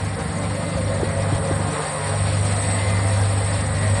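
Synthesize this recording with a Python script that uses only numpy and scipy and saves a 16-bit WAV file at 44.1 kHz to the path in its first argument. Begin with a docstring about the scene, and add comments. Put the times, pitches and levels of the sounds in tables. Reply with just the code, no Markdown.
"""Humming, throbbing motors and roaring blowers: a plastic pelletizing line in a factory hall.
The microphone is above the steel pellet bin, moving through the standing waves of the hum.
The motors throb on the turns of their shaft, gears whine and conveying air hisses.
Stray pellets tick on the steel and a few dull knocks sound nearby."""
import sys
import numpy as np
from scipy import signal
from scipy.fft import rfft, irfft
from scipy.io import wavfile

SR = 44100
rng = np.random.default_rng(int(sys.argv[2]) if len(sys.argv) > 2 else 0)


def dump_mix(stems):
    """Bounce the given channels to the path in sys.argv[1] as a 16-bit WAV at rate SR."""
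    frames = np.atleast_2d(stems).T  # one column per channel
    limited = np.clip(frames, -1, 1)  # hard clip at full scale
    pcm = np.round(limited * 32767).astype(np.int16)
    wavfile.write(sys.argv[1], SR, pcm)


N = 176400
TIME = np.arange(N) / SR

# Rush of the conveying air, which the pellets' loudness also follows: time_s, level_db
RUSH_LEVEL = [(0, -42.5), (.6, -41), (1.2, -41.5), (1.7, -39), (2.2, -38.5), (2.7, -36.5), (3.1, -37.5),
              (3.5, -39), (4, -39.5)]


def from_db(db):
    """Decibels to gain."""
    return 10 ** (np.asarray(db) / 20)


def unit_rms(x):
    """Scale to unit power."""
    return x / np.sqrt(np.mean(x ** 2) + 1e-20)


def fader(curve, trim_db=0):
    """Gain at every sample from rows of time_s, level_db."""
    return from_db(np.interp(TIME, *np.transpose(curve)) + trim_db)


def swing(curve):
    """A level curve as a gain about its mean level."""
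    db = np.interp(TIME, *np.transpose(curve))
    return from_db(db - db.mean())


def noise(gain_at):
    """Unit-power noise whose amplitude spectrum follows the given function of frequency."""
    hz = np.maximum(np.arange(N // 2 + 1) * SR / N, 1)
    return unit_rms(irfft(rfft(rng.standard_normal(N)) * gain_at(hz), N))


def drift(rate_hz, points=2000):
    """A random wander of unit size, mostly slower than rate_hz."""
    hz = np.arange(points // 2 + 1) * SR / N
    slow = irfft(rfft(rng.standard_normal(points)) / (1 + (hz / rate_hz) ** 4))
    return np.interp(TIME, np.linspace(0, N / SR, points), unit_rms(slow))


def turbulence(colour, flutter_db, rate_hz):
    """Noise of a given colour, brought to unit power, then fluttering slightly in level."""
    band_hz, db = np.transpose(colour)
    flow = noise(lambda hz: from_db(np.interp(np.log(hz), np.log(band_hz), db, left=-70, right=-70)))
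    return flow * from_db(flutter_db * drift(rate_hz))


def resonances(modes):
    """Narrow resonances kept ringing by the flow."""
    return sum(from_db(db) * noise(lambda hz: 1 / (1 + (0.94 * (hz - centre) / width) ** 2))
               for centre, width, db in modes)


def tone(hz, waver_db, smear_rad, rate_hz):
    """A unit-power tone whose level and phase waver on its way through the hall."""
    phase = 2 * np.pi * (hz * TIME + rng.random()) + smear_rad * drift(rate_hz)
    return unit_rms(np.sin(phase) * from_db(waver_db * drift(rate_hz)))


def whines(rows, waver_db, smear_rad, rate_hz):
    """Steady pitches; each swells or dips as the microphone crosses its standing wave."""
    out = np.zeros(N)
    for hz, db, crossing_s, width_s, lift_db in rows:
        crossing = np.exp(-.5 * ((TIME - crossing_s) / width_s) ** 2)
        out += from_db(db + lift_db * crossing) * tone(hz, waver_db, smear_rad, rate_hz)
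    return out


def soft_impacts(rows, rise_s, t60_s):
    """Each soft contact swells briefly and rings one damped mode."""
    out = np.zeros(N)
    for start_s, db, hz in rows:
        age = TIME - start_s
        attack = np.exp(-.5 * (np.minimum(age, 0) / rise_s) ** 2)
        decay = from_db(-60 * np.clip(age / t60_s, 0, 4))
        out += from_db(db) * attack * decay * np.sin(2 * np.pi * hz * age)
    return out


def reflections(direct, count=8, echo_db=-15.5, delay_s=(.006, .035), wander_s=0.000406):
    """Echoes off the steel bin and the floor comb the sound; their paths shift as the microphone moves."""
    gain, out = from_db(echo_db), direct
    oversampled = signal.resample(direct, 2 * N)
    for delay in rng.uniform(*delay_s, count):
        lag = (delay + wander_s * drift(rate_hz=0.78)) * SR
        out = out + gain * np.interp((np.arange(N) - lag) % N, np.arange(2 * N) / 2, oversampled)
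    return out / np.sqrt(1 + count * gain ** 2)


def pellets(per_s=260, rise_s=.0005, t60_s=.028, low_hz=3590, high_hz=10840, spread_db=15):
    """Stray pellets tick on the steel at random, each with its own pitch and strength."""
    age = np.arange(int(t60_s * SR)) / SR
    envelope = (1 - np.exp(-age / rise_s)) * from_db(-60 * age / t60_s)
    ticks = np.zeros(N + len(age))
    for when, pitch, softness in rng.random((int(per_s * N / SR), 3)):
        start = int(when * N)
        hz = low_hz * (high_hz / low_hz) ** pitch
        tick = envelope * np.sin(2 * np.pi * hz * age)
        ticks[start:start + len(age)] += from_db(-spread_db * softness) * tick
    return from_db(-46) * unit_rms(ticks[:N]) * swing(RUSH_LEVEL)


def knocks():
    """A few dull knocks and low thumps near the microphone, quickly damped."""
    # Dull knocks: start_s, level_db, pitch_hz
    dull = [(1.033, -10, 370), (1.327, -15, 275), (1.513, -11.5, 320), (1.600, -23, 350)]
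    # Low thumps: start_s, level_db, pitch_hz
    low = [(1.0, -28, 62), (1.329, -15, 141), (1.360, -22, 54), (1.54, -24, 64.4)]
    return soft_impacts(dull, rise_s=.0014, t60_s=.017) + soft_impacts(low, rise_s=.007, t60_s=0.06)


def gears(mesh_hz=1938.4, sideband_hz=123.4):
    """A mesh tone and its sidebands over the metallic ringing of the gearbox."""
    # Mesh tone (0) and sidebands: sideband_number, level_db, crossing_s, width_s, lift_db
    sidebands = [(-2, -55, 2.8, .6, -6), (-1, -56.5, 2.6, .55, 8.5), (0, -49, 3.7, 0.3, 6.5),
                 (1, -50.5, 2.96, 0.19, 11)]
    # Gearbox ringing at the microphone: time_s, level_db
    ring_level = [(0.0, -70), (0.02, -41.5), (1.35, -36.5), (1.36, -43), (2.09, -35), (2.13, -40),
                  (2.87, -33.5), (3.3, -37), (3.97, -33), (4.0, -42)]
    # Its spectrum: frequency_hz, relative_db
    ring_colour = [(1300, -16), (1650, -11.5), (1850, -2), (2050, -4.5), (2200, -10), (2500, -16),
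                   (3000, -35)]
    mesh_tones = [(mesh_hz + number * sideband_hz, *rest) for number, *rest in sidebands]
    mesh = whines(mesh_tones, waver_db=2.3, smear_rad=0.59, rate_hz=2.4)
    ringing = fader(ring_level, trim_db=-4) * turbulence(ring_colour, flutter_db=1.8, rate_hz=13)
    return mesh + ringing


def conveying_air():
    """Air rushes through the pipes and escapes in a narrow, high hiss that briefly turns to a whistle."""
    # Spectrum of an airy rush, with a band around 6 kHz filtered out: frequency_hz, relative_db
    rush_colour = [(1200, -13), (2400, 7.5), (2900, 3.5), (3500, 4), (4100, 4.5), (4550, 5), (5200, -5.5),
                   (5600, 4.5), (5800, -31), (6750, -17.5), (6950, 3), (7900, -8), (9500, 1.5),
                   (13000, -43)]
    rush = fader(RUSH_LEVEL, trim_db=0.85) * turbulence(rush_colour, flutter_db=1.5, rate_hz=20)

    # Hiss of the escaping air: time_s, level_db
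    hiss_level = [(0, -45), (.3, -39.5), (1.1, -39.5), (1.5, -37), (2.1, -35), (2.4, -35), (2.65, -32.5),
                  (2.76, -38.5), (2.84, -36), (3.1, -33.5), (3.25, -33.5), (3.6, -37), (4, -34)]
    # Its spectrum: frequency_hz, relative_db
    hiss_colour = [(7600, -50), (7920, -5), (8010, 8), (8250, 6), (8450, 5.5), (8800, 6), (9400, -5),
                   (10000, -11), (10900, -50), (11600, -110)]
    hiss = fader(hiss_level, trim_db=-0.5) * turbulence(hiss_colour, flutter_db=1.1, rate_hz=8.4)

    # Whistle in the escaping air: time_s, level_db
    whistle_level = [(0, -60), (1.3, -59.5), (2.0, -47), (2.42, -44), (2.52, -37), (2.76, -30), (2.83, -58),
                     (3.2, -43), (4, -38.5)]
    # Its resonances: pitch_hz, width_hz, relative_db
    whistle_modes = [(7990, 72, -8), (8210, 54, -1)]
    return rush + hiss + fader(whistle_level) * resonances(whistle_modes)


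def blowers():
    """The blowers roar broadly; ringing ducts and whines rise and fall with the roar."""
    # Hollow, low part of the roar: time_s, level_db
    hollow_level = [(0, -50.5), (.35, -37), (.68, -35.5), (.9, -28.5), (1.3, -33), (1.7, -35.5), (2.3, -38),
                    (2.85, -32), (3.15, -37.5), (3.6, -34.5), (4, -32.5)]
    # Its spectrum: frequency_hz, relative_db
    hollow_colour = [(300, -18), (400, -11), (460, -16), (495, -6), (525, 3), (575, 2), (610, -6),
                     (660, -2.5), (780, -57)]
    hollow = fader(hollow_level) * turbulence(hollow_colour, flutter_db=0.7, rate_hz=18)

    # Midrange of the roar: time_s, level_db
    roar_level = [(0, -33.5), (.7, -34), (1.1, -32.5), (1.35, -30), (1.6, -32), (1.75, -27), (1.92, -31.5),
                  (2.08, -30.5), (2.25, -31.5), (2.6, -32), (3.1, -31.5), (3.6, -33), (4, -33.5)]
    # Its spectrum: frequency_hz, relative_db
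    roar_colour = [(200, -35), (380, -14), (470, 5), (640, 2.5), (780, 6.5), (825, 2.5), (900, 1.5),
                   (1100, 2), (1370, -2), (1620, -2), (1900, -6), (2300, -14), (3000, -39.5), (6000, -65)]
    roar = fader(roar_level, trim_db=-0.5) * turbulence(roar_colour, flutter_db=1.54, rate_hz=19)

    # Blower whines: pitch_hz, level_db, crossing_s, width_s, lift_db
    blower_tones = [(533.4, -46, 0.96, .25, 10), (553, -45.5, 1, 0.33, 9), (672.5, -49, 1.2, 0.13, 11.5),
                    (717, -52, 2.5, 0.1, 13), (776.3, -49.5, 4, 1, 3), (842, -49.5, 3.2, 0.65, -2),
                    (964, -51, 2, 0.12, 16.5), (1058.5, -48.5, 1.86, 0.24, 11.5), (1217, -54.5, 3, .16, 14)]
    # Ducts and casing, stirred by the air: pitch_hz, width_hz, level_db
    duct_modes = [(288.3, 16.6, -48), (447.6, 26.4, -41), (670, 18, -50.5), (699.4, 4, -52.5),
                  (863, 12, -54), (913, 54, -46.5), (1068, 20, -47), (1246, 63, -46)]
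    whine = from_db(-2) * whines(blower_tones, waver_db=2.0, smear_rad=0.5, rate_hz=5.0)
    return hollow + roar + swing(roar_level) * (resonances(duct_modes) + whine)


def motors(hum_hz=100.44, shaft_hz=24.81):
    """Magnetic hum, tones at multiples of the shaft's turning rate, and the casing's rumble and drone."""
    # Hum at the moving microphone: time_s, level_db
    hum_level = [(0.0, -29), (0.07, -24), (0.2, -36.5), (0.51, -26.5), (0.65, -35), (0.83, -24.5),
                 (1.09, -28), (1.34, -21.5), (1.39, -30), (1.64, -24), (1.84, -46.5), (2.15, -23),
                 (2.43, -21), (2.58, -25), (3.22, -18), (3.68, -27), (3.93, -18), (4.0, -26)]
    hum = fader(hum_level, trim_db=0.5) * tone(hum_hz, waver_db=0.42, smear_rad=0.18, rate_hz=1.6)

    # Shaft throb at the microphone: time_s, level_db
    throb_level = [(0, -35), (.62, -36), (.9, -29), (1.15, -28.5), (1.65, -31), (1.87, -34.5),
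                   (2.15, -28.5), (2.62, -33.5), (2.9, -41), (3.15, -44), (3.65, -32), (4, -39)]
    throb_tone = tone(6 * shaft_hz, waver_db=1.56, smear_rad=0.33, rate_hz=1.15)
    throb = fader(throb_level, trim_db=-0.5) * throb_tone

    # Weaker shaft tones: shaft_multiple, level_db
    shaft_orders = [(2, -52), (5, -49.5), (7, -38), (8, -46), (9, -45.5), (12, -47.5), (14, -53)]
    shaft_tones = sum(from_db(db) * tone(multiple * shaft_hz, waver_db=0.7, smear_rad=0.81, rate_hz=2.9)
                      for multiple, db in shaft_orders)

    # Low rumble, which the frame's shaking follows: time_s, level_db
    rumble_level = [(0, -34), (.3, -36), (.55, -35.5), (1, -30.5), (1.6, -33), (1.8, -43), (1.98, -42),
                    (2.2, -30), (2.8, -33.5), (3.4, -30.5), (4, -27.5)]
    # Its spectrum: frequency_hz, relative_db
    rumble_colour = [(15, -40), (25, -20), (40, -22), (52, -6), (68, -3), (86, 3.5), (100, -5), (125, -21),
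                     (250, -10.5), (330, -38)]
    rumble = fader(rumble_level, trim_db=-0.5) * turbulence(rumble_colour, flutter_db=-0.3, rate_hz=6)
    frame_tone = tone(3 * shaft_hz, waver_db=-2.5, smear_rad=0.18, rate_hz=3.5)
    shake = fader(rumble_level, trim_db=-6.5) * frame_tone

    # Drone of the casing, which the weaker shaft tones follow: time_s, level_db
    drone_level = [(0, -36.5), (.2, -32.5), (.65, -31), (1.15, -34.5), (1.7, -32), (1.8, -38), (2, -42.5),
                   (2.22, -34.5), (2.7, -31.5), (3.3, -35), (4, -34.5)]
    # Its spectrum: frequency_hz, relative_db
    drone_colour = [(80, -6), (115, 1), (140, -3), (160, 8), (190, 2), (235, 1), (260, -3.5), (285, -1),
                    (335, -10.5), (420, -19), (800, -26)]
    drone = fader(drone_level, trim_db=-0.5) * turbulence(drone_colour, flutter_db=-0.5, rate_hz=6.3)
    return hum + throb + swing(drone_level) * shaft_tones + shake + rumble + drone


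def scene():
    """The whole line at one microphone above the bin."""
    return (motors() + reflections(blowers() + gears() + conveying_air()) + pellets() + knocks())[None]


def record(dry):
    """A steep low-pass takes off the top of the treble."""
    cutoff_hz = 12500
    return signal.sosfilt(signal.ellip(10, .1, 80, cutoff_hz, fs=SR, output="sos"), dry)


dry = scene()
out = record(dry)
dump_mix(out)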